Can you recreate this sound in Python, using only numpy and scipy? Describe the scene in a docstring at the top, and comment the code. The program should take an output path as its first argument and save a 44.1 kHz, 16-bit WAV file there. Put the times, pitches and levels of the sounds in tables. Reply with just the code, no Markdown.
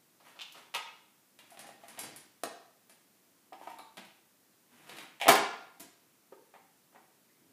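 """Someone loads a single-cup coffee maker in a hard, echoing kitchen, a few steps from the microphone.
First crockery is picked up, then the plastic lid clicks and rubs open and a cup is set on the counter.
A pod is pressed in, and a part slides and shuts with a loud clack. A click, a few soft knocks and a
faint squeak come last. Each hit is a short burst of noise plus the ringing of the object that was hit;
rubbing is a stream of tiny slips. Quiet room noise lies under it all."""
import sys
import numpy as np
from scipy import signal
from scipy.fft import rfft, irfft, next_fast_len
from scipy.io import wavfile
from scipy.ndimage import uniform_filter1d

SR = 44100
rng = np.random.default_rng(int(sys.argv[2]) if len(sys.argv) > 2 else 0)


def persist_wave(psi):
    """Save psi, clipped to +-1, as 16-bit WAV."""
    counts = np.round(np.clip(psi, -1, 1) * 32767).astype(np.int16)
    wavfile.write(sys.argv[1], SR, np.atleast_2d(counts).T)


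N = 331852

# The hits on each object: (time [s], level [dB], brightness [dB per octave])
NUDGE_HITS = [(.200, -59.5, 0), (.268, -59.5, -1.3), (.356, -56.5, -0.71), (.545, -51, 0.54),
              (.570, -55.5, 0.27), (.600, -69, .5)]
TICK_HITS = [(.3903, -49.5, -2.5), (.3972, -49, -1.5), (.4086, -46.5, 0), (.4153, -43.5, 3),
             (.523, -56, 14)]
CROCKERY_HITS = [(.7405, -39.5, 2), (.7473, -33, 2.5), (.7532, -38, -2.2), (.762, -42.5, 4.5),
                 (.7845, -52, -2.5)]
LID_HITS = [(1.504, -58.5, 4), (1.592, -47, 1.1), (1.668, -51.5, -0.8), (1.883, -50, 1.3),
            (1.9905, -38.5, 2.5), (2.035, -44.5, 0), (2.161, -48, 4), (2.896, -56, 0.4)]
BUMP_HITS = [(1.517, -54.5, -0.089), (1.547, -60, 0.8), (1.644, -53.5, 0.95), (1.690, -51.5, -0.16),
             (1.836, -51, 0.43), (1.981, -47, -1.06), (2.135, -63, -1)]
SNAP_HITS = [(1.389, -53.5, 1), (1.572, -52, -1.5), (1.975, -52, -1), (3.9705, -48, 0.5),
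             (3.978, -46, -1.5), (4.050, -59.5, 2.5), (4.894, -46.5, 0), (4.925, -52, -2.5),
             (4.968, -51.5, 2), (4.985, -45.5, 0)]
CUP_HITS = [(2.4353, -33, 0)]
POD_HITS = [(3.5225, -47, -5), (3.529, -47, 3), (3.555, -61, 5), (3.613, -49, -5), (3.666, -64, -5),
            (3.672, -39, -1), (3.698, -61, 10.5), (3.742, -70, 5), (3.792, -47, 0)]
CLINK_HITS = [(3.786, -50.5, 0)]
LATCH_HITS = [(5.2002, -47, 5), (5.2065, -46.5, 2), (5.214, -31, 3.5), (5.2205, -32, 1.5),
              (5.236, -38, 3.5), (5.258, -32, -1.5), (5.269, -26, -3.5), (5.287, -18.5, -4.5)]
CLACK_HITS = [(5.2815, -18.5, 0.5), (5.2882, -19, 0.99), (5.291, -17, -0.4), (5.302, -23.5, -1),
              (5.317, -26, 1.5), (5.353, -31.5, 0.91)]
SWITCH_HITS = [(5.797, -50, 0.92), (5.802, -46.5, 0)]
THUD_HITS = [(6.317, -63, 1), (6.322, -48, -1.6)]
KNOCK_HITS = [(6.538, -53.5, 0.84), (6.549, -57, -0.11), (6.925, -66, -1.02), (6.947, -58, 0.098),
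              (6.958, -54.5, -1.1)]

# The tone colour of each object's noise burst, from bass to treble: (frequency [Hz], level [dB])
NUDGE_TONE = [(100, -33), (300, -9), (470, -1.5), (930, 0), (1400, -6.5), (2000, -11), (4000, -10.5),
              (12000, -32)]
TICK_TONE = [(150, -41), (900, -2.5), (2000, -6.5), (2750, 7), (3300, 4), (4200, -3), (6500, -12.5),
             (9000, -21.5), (15000, -29)]
CROCKERY_TONE = [(80, -31), (200, -13.5), (350, -11.5), (500, -3), (950, 2), (1250, 5), (1650, -3.5),
                 (2500, 4), (3400, -0.5), (5000, -10.5), (8000, -19), (11500, -19.5), (15000, -31)]
LID_TONE = [(70, -21), (200, -13), (600, 5), (1300, -3.5), (1900, 1), (3000, -3.5), (6200, -7), (8200, -9),
            (10000, -3.5), (13000, -11), (15000, -24)]
BUMP_TONE = [(80, -25), (250, -6), (450, -20), (700, 10), (1100, -6.5), (3000, -9), (6000, -27),
             (15000, -45)]
SNAP_TONE = [(60, -30.5), (110, -12.5), (180, -0.5), (420, -3.5), (780, -1), (1300, -4.5), (2300, 0),
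             (3500, -2), (6000, -13.5), (11500, -14.5), (15000, -25)]
CUP_TONE = [(40, -54), (70, -37), (100, -10), (250, -0.5), (650, -1), (950, -3.5), (1300, -1), (2000, -9),
            (3200, -11.5), (4500, -9.5), (7000, -15), (10000, -10), (15000, -23)]
POD_TONE = [(90, -39), (300, -6), (500, -9.5), (850, 6.5), (1400, -12), (3000, -16), (6000, -35),
            (12000, -40), (15000, -46)]
CLINK_TONE = [(150, -10), (1200, -4), (2000, -35), (4000, 5), (6000, -19), (11000, -1.5), (15000, -22)]
LATCH_TONE = [(100, -31), (200, -16.5), (520, -14), (780, 2.5), (1100, -11.5), (1600, -10), (2200, -1.5),
              (3300, -6), (4500, -23), (11000, -32.5), (15000, -43.5)]
CLACK_TONE = [(25, -46), (70, -38.5), (115, -26), (160, -11.5), (300, -1.5), (420, -3), (720, -5.5),
              (1050, 1), (1500, -6), (2200, -7.5), (3500, -11.5), (6000, -17), (11500, -18.5), (15500, -21)]
SWITCH_TONE = [(70, -20), (130, -10), (280, -0.5), (500, -6.5), (2000, -11), (6000, -13), (12000, -11.5),
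               (15500, -17)]
THUD_TONE = [(90, -53), (300, -6.5), (410, 2), (600, -3), (1100, -6), (2000, -19), (4000, -28),
             (12000, -56)]
KNOCK_TONE = [(80, -38), (180, -7), (500, -1), (900, 4), (1400, -4.5), (2000, -3.5), (4000, -20.5),
              (12000, -44)]

# The notes each object rings with: (frequency [Hz], energy against the burst [dB], time to fade 60 dB [s])
TICK_NOTES = [(2900, -25, .03), (3240, -34, .1), (3580, -10, 0.073)]
CROCKERY_NOTES = [(915, -8.5, 0.059), (1255.4, -11.5, 0.27), (1980, -19, 0.2), (2550, -18, 0.11),
                  (2910, -19, .1), (3490, -19.5, 0.34)]
LID_NOTES = [(224, -12.5, 0.12), (319, -15, 0.17), (1857, -13, 0.086), (4760, -16.5, 0.1),
             (5700, -36, 0.11), (7550, -20, 0.072), (9420, -11.5, 0.15), (9200, -20, 0.078),
             (11100, -21, 0.11)]
BUMP_NOTES = [(683, -1.1, 0.055), (790, -0.22, 0.071)]
SNAP_NOTES = [(185, -23.5, 0.14), (335, -17, 0.45), (580, -22, 0.07), (773.4, -14.5, 0.074),
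              (3830, -20.5, 0.07)]
CUP_NOTES = [(466, -9, 0.055), (665, -3.5, 0.03), (810, -13, 0.053), (1300, -17, 0.14), (1860, -15, 0.11),
             (2600, -14, 0.044), (3960, -17, 0.069), (4530, -20, 0.053), (6540, -17, 0.053),
             (8600, -14, 0.036)]
POD_NOTES = [(765, -1.5, 0.067), (898, -4, 0.16), (1010, -16, 0.048), (1280, -16, 0.082),
             (2290, -21, 0.071), (5290, -26, 0.069)]
CLINK_NOTES = [(1164, 3, 0.058), (2288, -13, 0.24), (3700, -5, 0.074), (4000, -12, .1), (7219, -13, .1),
               (10150, -21, .12)]
LATCH_NOTES = [(655, -7.5, 0.039), (790, 1.5, 0.029)]
CLACK_NOTES = [(202, -23.5, 0.19), (403.7, -12, 0.15), (452, -14, 0.067), (674, -11.5, 0.067),
               (704.7, -13.5, 0.097), (750, -13.5, 0.09), (1040, -16, 0.13), (1098, -24, 0.18),
               (1400, -25, 1), (1705, -16.5, 0.064), (1787, -16.5, 0.12), (2240, -23, .14),
               (2313, -21, 0.16), (3760, -21.5, 0.077), (4620, -23, .06)]
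SWITCH_NOTES = [(678, -9, 0.07), (7150, -15, .1)]
THUD_NOTES = [(402, 1.8, 0.094)]
KNOCK_NOTES = [(421, -12, 0.092), (766, -8.5, 0.11), (1056, -19, .15)]

# Pushes of the hand that drag a part: (start [s], length [s], rubbing level [dB], rumble level [dB])
HAND_STROKES = [(0.257, 0.041, -59.5, -87), (0.558, 0.034, -58, -89), (1.42, .12, -65.5, -87),
                (1.582, 0.13, -65.5, -68.5), (1.82, 0.16, -61, -74.5), (2.02, 0.038, -58, -56.5),
                (2.11, 0.075, -63.5, -64.5), (3.617, 0.099, -59, -76), (4.727, 0.13, -63, -69.5),
                (4.872, .15, -54.5, -73), (7.402, 0.082, -83, -68)]
# The tone colour of rubbing plastic, the hollow housing and the room noise: (frequency [Hz], level [dB])
RUB_TONE = [(70, -32.5), (200, -7.5), (400, -10), (850, -2.5), (1400, -2.5), (2500, -3.5), (5000, -15.5),
            (12000, -15.5), (15500, -30.5)]
HOUSING_TONE = [(50, -33), (95, -8), (140, -8), (230, 1.5), (310, -1.5), (420, -6), (800, -22.5),
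                (2000, -50.5)]
ROOM_TONE = [(15, -61), (25, -25.5), (69, -26.5), (104, -6.5), (173, 0), (267, 0.5), (340, -0.5),
             (445, -4.5), (703, -7), (804, -8.5), (895, -8), (1900, -10.5), (3440, -13), (14300, -12),
             (15500, -13)]
# How long sound hangs in the kitchen: (frequency [Hz], time to fade 60 dB [s])
KITCHEN_FADE = [(100, 0.5), (400, 0.53), (1200, 0.63), (2500, 0.61), (5000, 0.58), (9000, 0.37),
                (15000, 0.11)]
# Echoes from the counter, wall and cupboards: (delay [s], gain [factor])
NEAR_ECHOES = [(.0016, 0.27), (.0031, 0.15), (.0073, 0.33), (0.0102, 0.24), (0.0161, .25), (.021, .28)]


def shutting():
    """The latch catches and the part shuts with a clack, the loudest sound here."""
    latch = struck(LATCH_HITS, LATCH_TONE, LATCH_NOTES, burst_s=0.016, tail_db=-2)
    return latch + struck(CLACK_HITS, CLACK_TONE, CLACK_NOTES, burst_s=0.035, tail_db=-5)


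def crockery():
    """Crockery is nudged gently, then ticks and rings as it is picked up."""
    nudges = struck(NUDGE_HITS, NUDGE_TONE, CROCKERY_NOTES, burst_s=0.059, tail_db=-2, contact_s=0.018)
    ticks = struck(TICK_HITS, TICK_TONE, TICK_NOTES, burst_s=0.018, tail_db=-4.5)
    clatter = struck(CROCKERY_HITS, CROCKERY_TONE, CROCKERY_NOTES, burst_s=0.031, tail_db=-4.5)
    return nudges + ticks + clatter


def cup_down():
    """A cup meets the counter in one hard hit."""
    return struck(CUP_HITS, CUP_TONE, CUP_NOTES, burst_s=0.015, tail_db=-4.5)


def lid():
    """The plastic lid clicks, bumps and snaps as the hand works it; the same snaps also carry the clicks of the
    sliding part just before it shuts."""
    clicks = struck(LID_HITS, LID_TONE, LID_NOTES, burst_s=0.025, tail_db=0.5)
    bumps = struck(BUMP_HITS, BUMP_TONE, BUMP_NOTES, burst_s=0.019, tail_db=-4.5, contact_s=0.004)
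    snaps = struck(SNAP_HITS, SNAP_TONE, SNAP_NOTES, burst_s=0.032, tail_db=-1.5)
    return clicks + bumps + snaps


def pod():
    """The pod knocks as it is pressed in, with one bright clink near the end."""
    knocks = struck(POD_HITS, POD_TONE, POD_NOTES, burst_s=0.018, tail_db=-5.5, contact_s=0.003)
    return knocks + struck(CLINK_HITS, CLINK_TONE, CLINK_NOTES, burst_s=0.02, tail_db=-1)


def switch():
    """A switch clicks: two small hits, very close together."""
    return struck(SWITCH_HITS, SWITCH_TONE, SWITCH_NOTES, burst_s=0.034, tail_db=0, contact_s=0.0025)


def soft_knocks():
    """Gentle contacts make a dull thud and then a few knocks."""
    thud = struck(THUD_HITS, THUD_TONE, THUD_NOTES, burst_s=0.04, tail_db=-5.5, contact_s=0.0061)
    knocks = struck(KNOCK_HITS, KNOCK_TONE, KNOCK_NOTES, burst_s=0.039, tail_db=-3.5, contact_s=0.0031)
    return thud + knocks


def struck(hits, tone, notes, burst_s, tail_db, contact_s=0.00036, size=16384):
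    """Each hit makes a burst of noise and rings the object, with its own loudness and brightness."""
    t, hz = np.arange(size) / SR, np.fft.rfftfreq(size, 1 / SR)
    body = tone_filter(look_up(tone, hz))
    # Little sound leaves the object below its lowest note.
    bass_cut = signal.butter(3, 0.7 * notes[0][0], "high", fs=SR, output="sos")
    rings = np.array([gain_of(db) * unit(np.sin(2 * np.pi * note_hz * t) * fade(t, fade_s))
                      for note_hz, db, fade_s in notes])
    octaves = np.log2(np.clip(hz, 300, 12000) / 1000)
    hit_scale = np.sqrt(0.02 * SR)  # a hit's level counts its energy as if spread over 20 ms
    out = np.zeros(N)
    for start, db, brightness in hits:
        noise = noise_burst(t[:size // 4], burst_s, contact_s)
        burst = unit(irfft(rfft(noise, size) * body))
        # Where the hit lands decides which way each note first swings.
        ring = signal.sosfilt(bass_cut, rng.choice([-1, 1], len(notes)) @ rings)
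        hit = unit(irfft(rfft(burst + ring) * tone_filter(brightness * octaves)))
        # Each hit gets its own random room tail, so the echoes blur without ringing.
        add(out, start, kitchen(gain_of(db) * hit_scale * hit, tail_db))
    return out


def noise_burst(t, fade_s, contact_s):
    """Many short vibrations blur into noise that swells while two surfaces meet, then fades."""
    envelope = (1 - np.exp(-t / contact_s)) * fade(t, fade_s)
    return flattened(rng.standard_normal(len(t)) * envelope, bins=41)


def rubbing(slips_per_s=2500, spread_db=1.5):
    """Plastic sticks and slips on plastic in tiny uneven clicks, which also shake the hollow housing."""
    slips = (rng.random(N) < slips_per_s / SR) * rng.standard_normal(N)
    slips *= gain_of(spread_db * np.minimum(rng.exponential(1, N), 4))
    drag, push = np.zeros(N), np.zeros(N)
    for start, length, rub_db, rumble_db in HAND_STROKES:
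        hand = hand_pressure(start, length)
        drag = np.maximum(drag, gain_of(rub_db) * hand)
        push = np.maximum(push, gain_of(rumble_db) * hand)
    rub = coloured(slips, RUB_TONE) * drag
    rumble = coloured(slips, HOUSING_TONE) * push
    return kitchen(rub + rumble, tail_db=-2)[:N]


def hand_pressure(start, length, grip_db_per_s=396, release_db_per_s=201.5):
    """One stroke: the hand takes hold, pushes evenly and lets go."""
    t = np.arange(N) / SR - start
    return gain_of(-grip_db_per_s * np.maximum(-t, 0) - release_db_per_s * np.maximum(t - length, 0))


def squeak(start_s=7.27, length_s=0.093, level_db=-72, start_hz=1800, rise_hz_per_s=3800, width_hz=280):
    """A dry spot slips and sounds one faint, rough note that slides upward."""
    t = np.arange(SR // 4) / SR
    swell = np.sin(np.pi * np.minimum(t / length_s, 1))
    smoothing = signal.butter(2, width_hz / 2, fs=SR, output="sos")
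    roughness = signal.sosfilt(smoothing, rng.standard_normal(len(t)))
    phase = 2 * np.pi * np.cumsum(start_hz + rise_hz_per_s * t) / SR
    note = unit(roughness * np.sin(phase)) * np.sqrt(len(t))
    out = np.zeros(N)
    add(out, start_s, kitchen(gain_of(level_db) * swell * note, tail_db=-4))
    return out


def kitchen(x, tail_db, build_s=0.0028, size=24576):
    """Sound arrives directly, then as nearby echoes, then as a blurred tail whose treble dies first."""
    hz, t, bands = signal.stft(rng.standard_normal(size), SR, nperseg=256)
    bands = bands * fade(t, look_up(KITCHEN_FADE, hz)[:, None])
    tail = signal.istft(bands, SR)[1][:size]
    tail *= 1 - np.exp(-np.arange(size) / SR / build_s)
    early = np.zeros(size)
    early[0] = 1  # the direct sound
    for delay, gain in NEAR_ECHOES:
        add(early, delay, np.array([gain]))
    room = flattened(unit(early) + gain_of(tail_db) * unit(tail), bins=151)
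    return signal.fftconvolve(x, room)


def room_noise(level_db=-67):
    """The low murmur of the house and the microphone's even hiss."""
    return gain_of(level_db) * coloured(rng.standard_normal(N), ROOM_TONE)


def gain_of(db):
    """Turns decibels into a number to multiply by."""
    return 10 ** (np.asarray(db) / 20)


def fade(t, fade_s):
    """A curve that falls by 60 dB, to a thousandth, in fade_s seconds."""
    return np.exp(-np.log(1000) * t / fade_s)


def unit(x):
    """Scales a sound to an energy of one."""
    return x / np.sqrt(np.sum(x ** 2) + 1e-20)


def look_up(table, hz):
    """Reads between a table's rows, giving each octave about the same space."""
    row_hz, value = np.transpose(table)
    return np.interp(np.log(hz + 1), np.log(row_hz + 1), value)


def add(mix, start_s, sound):
    """Mixes a sound in at the given time."""
    part = mix[round(start_s * SR):][:len(sound)]
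    part += sound[:len(part)]


def coloured(x, tone):
    """Gives a long sound a tone colour and an average power of one."""
    size = next_fast_len(N)
    gains = gain_of(look_up(tone, np.fft.rfftfreq(size, 1 / SR)))
    return unit(irfft(rfft(x, size) * gains, size)[:N]) * np.sqrt(N)


def tone_filter(db):
    """Turns a level for each frequency into a filter that lets nothing sound before the hit."""
    log_gain = np.log(gain_of(np.r_[db, db[-2:0:-1]]))
    return np.exp(np.conj(signal.hilbert(log_gain)))[:len(db)]


def flattened(x, bins):
    """Evens out humps wider than `bins` frequency steps in a noise; the fine grain stays."""
    spectrum = rfft(x)
    power = uniform_filter1d(abs(spectrum) ** 2, bins)
    return unit(irfft(spectrum * tone_filter(-10 * np.log10(abs(power) + 1e-12))))


def scene():
    """All the handled objects and the room noise, mixed into one channel."""
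    hits = shutting() + crockery() + cup_down() + lid() + pod() + switch() + soft_knocks()
    return (hits + rubbing() + squeak() + room_noise())[None]


def record(dry, cutoff_hz=15480):
    """The recorder cuts off the very highest treble."""
    treble_cut = signal.firwin(511, cutoff_hz, window=("kaiser", 9), fs=SR)
    return signal.oaconvolve(dry, treble_cut[None], "same")


dry = scene()
out = record(dry)
persist_wave(out)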